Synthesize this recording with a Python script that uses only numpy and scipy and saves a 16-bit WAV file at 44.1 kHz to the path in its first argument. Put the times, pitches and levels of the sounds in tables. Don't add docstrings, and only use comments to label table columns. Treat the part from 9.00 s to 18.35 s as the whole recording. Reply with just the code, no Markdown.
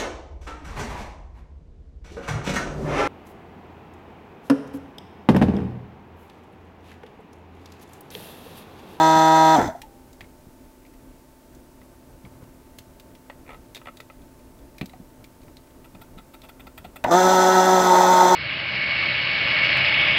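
import sys
import numpy as np
from scipy import signal
from scipy.fft import rfft, irfft
from scipy.io import wavfile
from scipy.ndimage import uniform_filter1d

SR = 44100
rng = np.random.default_rng(int(sys.argv[2]) if len(sys.argv) > 2 else 0)


def store_wav(level_fs):
    pcm = np.round(np.clip(np.atleast_2d(level_fs), -1, 1) * 32767)
    wavfile.write(sys.argv[1], SR, pcm.T.astype(np.int16))


N = 412335


def amp(db):
    return 10 ** (np.asarray(db) / 20)


def unit(x):
    return x / np.sqrt(np.mean(x ** 2) + 1e-20)


def peaked(x, size=130):
    return x / np.sqrt(uniform_filter1d(x ** 2, size).max())


def blend(a, b, share):
    share = np.clip(share, 0, 1)
    return np.sqrt(1 - share) * unit(a) + np.sqrt(share) * unit(b)


def add(mix, s, sound):
    part = mix[max(round(s * SR), 0):][:len(sound)]
    part += sound[:len(part)]


def ramp(x, middle, span):
    return np.clip(.5 + (x - middle) / span, 0, 1)


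def drift(count, hz):
    f = np.fft.rfftfreq(count, 1 / SR)
    return unit(irfft(rfft(rng.standard_normal(count)) * np.exp(-(f / hz) ** 2), count))


def slope(points):
    hz, db = np.transpose(points)
    return lambda f: amp(np.interp(np.log(f + 1), np.log(hz), db))


def peaks(modes):
    def gain(f):
        return np.sqrt(sum(amp(db) ** 2 / (1 + ((f - hz) / width) ** 2 * 2) ** 2
                           for hz, width, db in modes))
    return gain


def causal(gain):
    log_gain = np.log(np.maximum(gain, 1e-5))
    circle = np.concatenate([log_gain, log_gain[-2:0:-1]])
    return np.exp(signal.hilbert(circle).conj())[:len(gain)]


def colour(x, gain, size=4096):
    response = irfft(causal(gain(np.fft.rfftfreq(size, 1 / SR))))
    return signal.oaconvolve(x, response)[:len(x)]


def reflections(x, wet_db, t60, size=12000):
    t = np.arange(size) / SR
    sparse = (rng.random(size) < .05) * (t > .002)
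    taps = rng.choice([-1, 1], size) * sparse * amp(-60 * t / t60)
    return x + amp(wet_db) * signal.oaconvolve(x, taps / np.linalg.norm(taps))[:len(x)]


def ring(hz, db, t60, rise):
    t = np.arange(int(SR * t60) + 2) / SR
    return amp(db - 60 * t / t60) * (1 - np.exp(-t / rise)) * np.sin(2 * np.pi * hz * t)


def snap(t60, crisp, size=6000):
    chatter = rng.standard_normal(size) * amp(-60 * np.arange(size) / SR / t60)
    return blend(chatter, signal.unit_impulse(size), crisp)


def room(level_db=-51, swell_db=-2.15, swell_hz=6, rumble_hz=500):
    # [f/Hz, level/dB]
    room_colour = [(12, -42), (20, 0.5), (66, -1.5), (98, -11.5), (137, -4.5), (176, -13.5), (260, -4),
                   (454, -13), (600, -12), (794, -20.5), (863, -18), (1470, -24.5), (2170, -27),
                   (3380, -31.5), (15700, -31.5)]
    f = np.fft.rfftfreq(N, 1 / SR)
    air = unit(irfft(rfft(rng.standard_normal(N)) * slope(room_colour)(f), N))
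    rumble = signal.sosfilt(signal.butter(1, rumble_hz, fs=SR, output="sos"), air)
    air = air + rumble * (amp(swell_db * drift(N, swell_hz)) - 1)
    return amp(level_db) * air


def fan(wander_hz=1.5, step=100):
    # [f/Hz, rms level/dB]
    fan_tones = [(258.4, -58), (333.8, -66), (360.7, -66), (597.5, -69), (672.9, -71), (888.2, -65.5),
                 (958.2, -77.5), (1540, -77.5), (7854, -91), (7881, -85)]
    frames = np.arange(N) / step
    out = np.zeros(N)
    for mean_hz, db in fan_tones:
        wander = unit(uniform_filter1d(rng.standard_normal(N // step + 2), size=40))
        hz = mean_hz + wander_hz * np.interp(frames, np.arange(len(wander)), wander)
        out += amp(db) * np.sqrt(2) * np.sin(2 * np.pi * np.cumsum(hz) / SR)
    return out


def handling():
    # [f/Hz, level/dB]
    rustle_colour = [(30, -16), (70, 5.5), (140, 3.5), (260, -8.5), (450, -9.5), (750, -14), (1300, -17),
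                     (2300, -33), (6000, -38)]
    # [middle t/s, length/s, level/dB]
    moves = [(1.25, 0.43, -58), (3.25, 0.46, -53.5), (4.3, 1.33, -56.5), (5.92, 0.16, -54),
             (7.35, 2.4, -54.5)]
    t = np.arange(N) / SR
    lumps = rng.standard_normal(N) * amp(4.4 * drift(N, 23))
    rustle = unit(colour(lumps, slope(rustle_colour)))
    return rustle * sum(amp(db) * np.exp(-2 * ((t - s) / length) ** 2) for s, length, db in moves)


def bumps():
    # [f/Hz, level/dB, t60/s]
    bench_modes = [(96, -14, 0.065), (139, -11, 0.066), (185.5, 1.5, 0.072), (241, 0.5, 0.064),
                   (746, -14, 0.04)]
    # [t/s, level/dB, hardness/(dB per octave)]
    bump_rows = [(.16, -23.5, 2), (1.236, -44, -12), (1.469, -41, -18), (3.243, -37.5, -2),
                 (5.814, -21, 1.5), (5.828, -22, -1), (5.936, -45.5, 13.5), (6.0, -34.5, -1),
                 (6.954, -37, -7), (7.171, -35, -3), (7.848, -40.5, 12.5)]
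    out = np.zeros(N)
    middle_hz = np.median([mode[0] for mode in bench_modes])
    for s, db, hardness in bump_rows:
        for hz, mode_db, t60 in bench_modes:
            tilt_db = hardness * np.log2(hz / middle_hz)
            add(out, s, ring(hz, db + mode_db + tilt_db, t60, rise=0.0022))
    return out


def creaks(t60=0.034):
    # [t of hardest slip/s, peak level/dB, run-out/s]
    creak_rows = [(2.816, -49, 0), (4.299, -33.5, 0), (4.4917, -38, .06), (4.816, -43.5, 0),
                  (4.871, -35, .022), (5.002, -38, 0), (5.1, -40.5, 0), (5.934, -46, 0), (6.482, -51, 0)]
    # [f/Hz, width/Hz, level/dB]
    handle_modes = [(540, 170, -1), (885, 510, -2), (1288, 86, 5), (1960, 200, -1), (2430, 520, -5),
                    (3520, 370, -15), (4200, 700, -22), (8000, 4000, -36)]
    slip_gap_s = .0134
    rise_db_per_s, fade_db_per_s = 450, 62
    lead_share = .75
    out = np.zeros(N)
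    for s, db, run_out_s in creak_rows:
        slips = max(run_out_s, 0) / slip_gap_s
        for late_s in np.arange(-int(lead_share * slips), int(slips) + 1) * slip_gap_s:
            lost_db = max(fade_db_per_s * late_s, -rise_db_per_s * late_s)
            slip = peaked(colour(snap(t60, crisp=0.17), peaks(handle_modes)))
            add(out, s + late_s, amp(db - lost_db) * slip)
    return out


def scrapes(grain_db=3, vary_db=1.5, size=5000):
    # [t/s, peak level/dB, squeak above 9 kHz/dB, length/s]
    scrape_rows = [(6.841, -50, -4, .024), (6.947, -48, -12, .014), (7.011, -44.5, 2, .024),
                   (7.173, -43, -11, .035), (7.334, -44, -4, 0.025), (7.43, -46.5, -6, 0.038),
                   (7.486, -43, -4, 0.019), (7.594, -45.5, -3, 0.026), (7.666, -41.5, -7, 0.018),
                   (7.774, -38, 0.5, .02), (7.841, -41, -5, .027), (7.957, -38.5, 0.5, 0.022)]
    # [f/Hz, width/Hz, level/dB]
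    board_modes = [(775, 340, 0.5), (1350, 85, 6.5), (1970, 210, -3), (2560, 360, -2.5), (3500, 430, -6.5),
                   (4480, 860, -16), (8600, 2300, -16.5), (12200, 700, -12), (13600, 500, -7),
                   (15000, 700, -14)]
    out, t = np.zeros(N), np.arange(size) / SR
    for s, db, squeak_db, length_s in scrape_rows:
        u = 2 * t / length_s
        grit = rng.standard_normal(size) * amp(grain_db * drift(size, 800)) * u * np.exp(-u ** 2)
        modes = [(hz * rng.uniform(.97, 1.03), width, mode_db + vary_db * rng.standard_normal())
                 for hz, width, mode_db in board_modes]
        body, tilt = peaks(modes), slope([(5000, 0), (9000, squeak_db)])
        add(out, s, amp(db) * peaked(colour(grit, lambda f: body(f) * tilt(f))))
    return out


def faint_ticks(count=12):
    return [(np.interp(when, (0, 1), (1.7, 7.5)), -57, np.interp(pitch, (0, 1), (2100, 4200)), -5, 0)
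            for when, pitch in rng.random((count, 2))]


def ticks(ring_db=1):
    # [t/s, peak level/dB, ring f/Hz, level above 6.5 kHz/dB, chatter/s]
    tick_rows = [(0.8177, -36, 2920, -3.5, 0), (1.1303, -49, 7000, 1, 0), (1.2082, -36, 2090, -16, 0),
                 (1.2416, -50.5, 2150, -20, 0), (1.8502, -53, 2140, -20, 0), (2.5491, -51, 6900, 3, 0),
                 (3.25, -48.5, 2180, -26, 0), (3.7865, -37, 3100, 0.5, 0), (3.9986, -43, 3000, 0, 0),
                 (4.1515, -49, 3000, -4, 0), (4.748, -35.5, 3730, -5, .03), (4.9711, -43, 3820, -4, 0),
                 (5.0033, -40.5, 3710, -4, 0), (5.7825, -41, 2100, -4, 0), (5.8122, -27, 2600, -16.5, 0),
                 (5.8582, -40.5, 3840, 2, 0), (5.8955, -46.5, 3860, -8, 0), (6.2423, -44, 2300, -5, 0),
                 (6.5693, -42.5, 4140, -5, 0), (7.418, -46, 3900, -5, 0), (8.0402, -23, 2850, -10, 0)]
    # [f/Hz, level/dB]
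    tick_colour = [(300, 4), (900, 5), (1500, -4.5), (2200, 0), (3000, -7), (3800, -1), (5000, -4),
                   (7000, -5.5), (10000, -9.5), (15000, -6.5)]
    base_low_db, low_db_per_db = -16, 0.83
    ring_db_per_db = 0.3
    bounce_gap_s, bounce_fade_db, bounce_dulls_db = .0092, 1.5, 2
    common = slope(tick_colour)
    usual_db = np.mean([row[1] for row in tick_rows])
    out = np.zeros(N)
    for s, db, hz, high_db, chatter_s in tick_rows + faint_ticks():
        low_db = base_low_db + low_db_per_db * (db - usual_db)
        part = peaks([(hz, hz / 6, ring_db - ring_db_per_db * high_db)])
        for k in range(int(chatter_s / bounce_gap_s) + 1):
            dull_db = k * bounce_dulls_db
            tilt = slope([(1000, low_db + dull_db), (2000, 0), (3300, 0), (6500, high_db - dull_db)])
            tick = colour(snap(t60=.035, crisp=0.07), lambda f: common(f) * tilt(f) * (1 + part(f)))
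            add(out, s + k * bounce_gap_s, amp(db - k * bounce_fade_db) * peaked(tick))
    return out


def pump_knocks():
    # [t/s, level/dB, ring f/Hz, t60/s]
    knock_rows = [(.563, -14, 890, 0.082), (0.584, -11, 260, .066), (.607, -22, 1340, .04),
                  (.686, -21, 648, 0.07), (.72, -33, 920, .07), (.75, -25.5, 696, .065),
                  (.832, -37.5, 877, 0.097), (8.047, -7.5, 964, .035), (8.074, -17, 810, .027),
                  (8.083, -11, 734, .03)]
    out = np.zeros(N)
    for s, db, hz, t60 in knock_rows:
        add(out, s, ring(hz, db, t60, rise=0.0011))
    return out


def case_ring():
    out = np.zeros(N)
    add(out, 0.03, ring(hz=799, db=-22, t60=1.68, rise=0.011))
    return out


def stroke(orders, smear=0.0632):
    gain = amp([db for _, db in orders])
    pulse = causal(np.concatenate([gain[:1] / 2, gain, gain[-1:] / 2]))[1:-1]
    lag = np.exp(-1j * smear * np.arange(len(gain)) ** 2)
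    return lag * pulse / np.sqrt(np.sum(gain ** 2) / 2)


def pressure_buzz(hz, turns, slow, load, light, heavy, waver, waver_hz, soften=0.34):
    boom_hz, boom_width_hz, boom_db = 698, 23, 7.3
    buzz = np.zeros(len(hz))
    for k, (a, b) in enumerate(zip(stroke(light), stroke(heavy)), 1):
        flutter = 1 + waver * np.sqrt(k) * drift(len(hz), waver_hz)
        panel = 1 + amp(boom_db) * np.exp(-((k * hz - boom_hz) / boom_width_hz) ** 2)
        edge = np.exp(-soften * k * slow)
        harmonic = a + (b - a) * load
        buzz -= flutter * panel * edge * (harmonic * np.exp(2j * np.pi * k * turns)).real
    return buzz


def housing_rattle(puffs, clicks, knock_share, tinny_db):
    # [f/Hz, level/dB]
    housing_colour = [(35, -42), (190, -21), (250, -11), (500, -14), (630, -3), (740, -3.5), (880, 2),
                      (1020, -6), (1200, -20), (1350, -9.5), (1650, -16.5), (2000, -16), (2350, -29.5),
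                      (6000, -72)]
    shaking = blend(puffs * rng.standard_normal(len(puffs)), clicks, knock_share)
    body, tinny = slope(housing_colour), slope([(950, 0), (1350, tinny_db)])
    return unit(colour(reflections(shaking, wet_db=-8, t60=0.33), lambda f: body(f) * tinny(f)))


def exhaust_hiss(puffs, clicks, valve_share):
    # [f/Hz, width/Hz, level/dB]
    exhaust_modes = [(2480, 540, -18.5), (3500, 373, -3), (4110, 250, -6), (4560, 230, -9.5),
                     (5157, 184, -4), (6080, 390, -1), (6770, 230, -9), (7420, 440, -7.5), (7890, 170, -13),
                     (8740, 1500, -20.5), (11240, 1600, -22.5), (12640, 830, -18.5), (14200, 600, -19.5),
                     (15380, 300, -19)]
    air = reflections(puffs * rng.standard_normal(len(puffs)), wet_db=-8.5, t60=0.061)
    return unit(colour(blend(air, clicks, valve_share), peaks(exhaust_modes)))


def pump(run, light, heavy, pulsing, jitter, waver, waver_hz, uneven_db, knock_share, valve_share,
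         tinny_db, stumble=.65):
    t, hz, buzz_db, rattle_db, hiss_db, load = run
    count = len(t)
    slow = np.clip(.97 - hz / hz.max(), 0, .4)
    unsteady = jitter * drift(count, 39) + stumble * slow * drift(count, 121)
    rate_hz = np.maximum(hz * (1 + unsteady), 1)
    turns = np.cumsum(rate_hz) / SR
    buzz = pressure_buzz(hz, turns, slow, load, light, heavy, waver, waver_hz)
    number = np.round(turns).astype(int)
    force, sway = rng.uniform(-1, 1, (number[-1] + 1, 2))[number].T
    samples_off = (turns - number) * SR / rate_hz
    clicks = np.sinc(samples_off) * np.exp(-(samples_off / 6) ** 2)
    flow = 1 + sum(depth * np.cos(2 * np.pi * k * turns) for k, depth in enumerate(pulsing, 1))
    hardness = amp(uneven_db * force)
    puffs = flow * hardness
    rattle = housing_rattle(puffs, clicks * sway, knock_share, tinny_db)
    hiss = exhaust_hiss(puffs, clicks * hardness, valve_share)
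    return t[0], amp(buzz_db) * buzz + amp(rattle_db) * rattle + amp(hiss_db) * hiss


def loudness(t, speed, valves, levels, jolt):
    buzz_db, rattle_db, hiss_db = (db + halving_db * np.log2(speed) - shut_db * (1 - valves)
                                   for db, halving_db, shut_db in levels)
    s, db, rise_db_per_s, fade_db_per_s = jolt
    jolt_db = db - np.maximum(rise_db_per_s * (s - t), fade_db_per_s * (t - s))
    return buzz_db, 20 * np.log10(np.hypot(amp(rattle_db), amp(jolt_db))), hiss_db


def running_down():
    # [full-speed level/dB, loss per halving of speed/dB, loss with valves shut/dB]
    sealed_levels = [(-13, 4.5, 23), (-29, 4.5, 11.5), (-34, 6.5, 14)]
    full_hz, off_s, coast_s, rest_s = 159.43, .553, .115, .8
    off_jolt = (0.59, -18, 350, 182)
    unpowered_db, unpowered_s = -3.5, .03
    t = np.arange(0, rest_s, 1 / SR)
    coasting_s = np.maximum(t - off_s, 0)
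    speed = np.exp(-coasting_s / coast_s)
    hz = full_hz * speed
    valves = ramp(hz, middle=41.7, span=24)
    buzz_db, rattle_db, hiss_db = loudness(t, speed, valves, sealed_levels, off_jolt)
    buzz_db = buzz_db + unpowered_db * np.minimum(coasting_s / unpowered_s, 1)
    return t, hz, buzz_db, rattle_db, hiss_db, 1


def starting_up():
    # [full-speed level/dB, loss per halving of speed/dB, loss with valves shut/dB]
    open_levels = [(-13.5, 6, 7.5), (-21, 0.5, 10), (-28.5, 6, 15.5)]
    free_hz, load_sag_hz, on_s, spin_up_s = 187.4, 5.4, 8.04, .035
    choke_s, choke_takes_s, load_open, load_choked = 8.82, 0.157, .24, .9
    load_buzz_db, load_rattle_db = -1.5, 2.5
    on_jolt = (8.048, -17, 3000, 650)
    t = np.arange(on_s, N / SR, 1 / SR)[1:]
    speed = 1 - np.exp(-(t - on_s) / spin_up_s)
    load = np.clip(load_open + (load_choked - load_open) * ramp(t, choke_s, choke_takes_s), 0, 1)
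    hz = (free_hz - load_sag_hz * load) * speed
    valves = ramp(hz, middle=161.2, span=3.5)
    buzz_db, rattle_db, hiss_db = loudness(t, speed, valves, open_levels, on_jolt)
    return t, hz, buzz_db + load_buzz_db * load, rattle_db + load_rattle_db * load, hiss_db, load


def scene():
    # [multiple of stroke rate, level/dB]
    sealed_orders = [(1, -9), (2, -2), (3, -13), (4, -1.5), (5, 1.5), (6, 5.5), (7, -18.5), (8, -5),
                     (9, -23), (10, -11), (11, -19), (12, -15), (13, -20.5), (14, -33.5), (15, -39.5),
                     (16, -26), (17, -27.5), (18, -38.5), (19, -29.5), (20, -32), (21, -46), (22, -16),
                     (23, -20.5), (24, -25.5), (25, -38), (26, -18.5), (27, -37), (28, -27.5), (29, -28)]
    # [multiple of stroke rate, level/dB]
    open_orders = [(1, -4.5), (2, 2.5), (3, 0.5), (4, 2), (5, 4), (6, -20), (7, -0.5), (8, -7), (9, -14.5),
                   (10, -12.5), (11, -21.5), (12, -32), (13, -31), (14, -39), (15, -26)]
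    # [multiple of stroke rate, level/dB]
    choked_orders = [(1, -13.5), (2, -5.5), (3, -8.5), (4, -22.5), (5, 1), (6, -12), (7, -10), (8, -18.5),
                     (9, -30.5), (10, -34), (11, -29), (12, -32), (13, -35), (14, -31), (15, -43)]
    touches = ticks() + creaks() + scrapes() + bumps() + pump_knocks() + case_ring()
    mix = room() + fan() + handling() + reflections(touches, wet_db=-11, t60=0.13)
    add(mix, *pump(running_down(), sealed_orders, sealed_orders, pulsing=(.22, 0), jitter=.0015,
                   waver=0.017, waver_hz=22, uneven_db=2, knock_share=0.107, valve_share=0.067,
                   tinny_db=2.5))
    add(mix, *pump(starting_up(), open_orders, choked_orders, pulsing=(.08, .33), jitter=0.00441,
                   waver=0.14, waver_hz=24.2, uneven_db=1.5, knock_share=0.14, valve_share=0.095,
                   tinny_db=0))
    return mix[None]


def record(dry):
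    edge_hz = 15800
    low_pass = signal.firwin(2047, edge_hz, window=("kaiser", 9), fs=SR)
    return signal.oaconvolve(dry, low_pass[None], "same")


dry = scene()
out = record(dry)
store_wav(out)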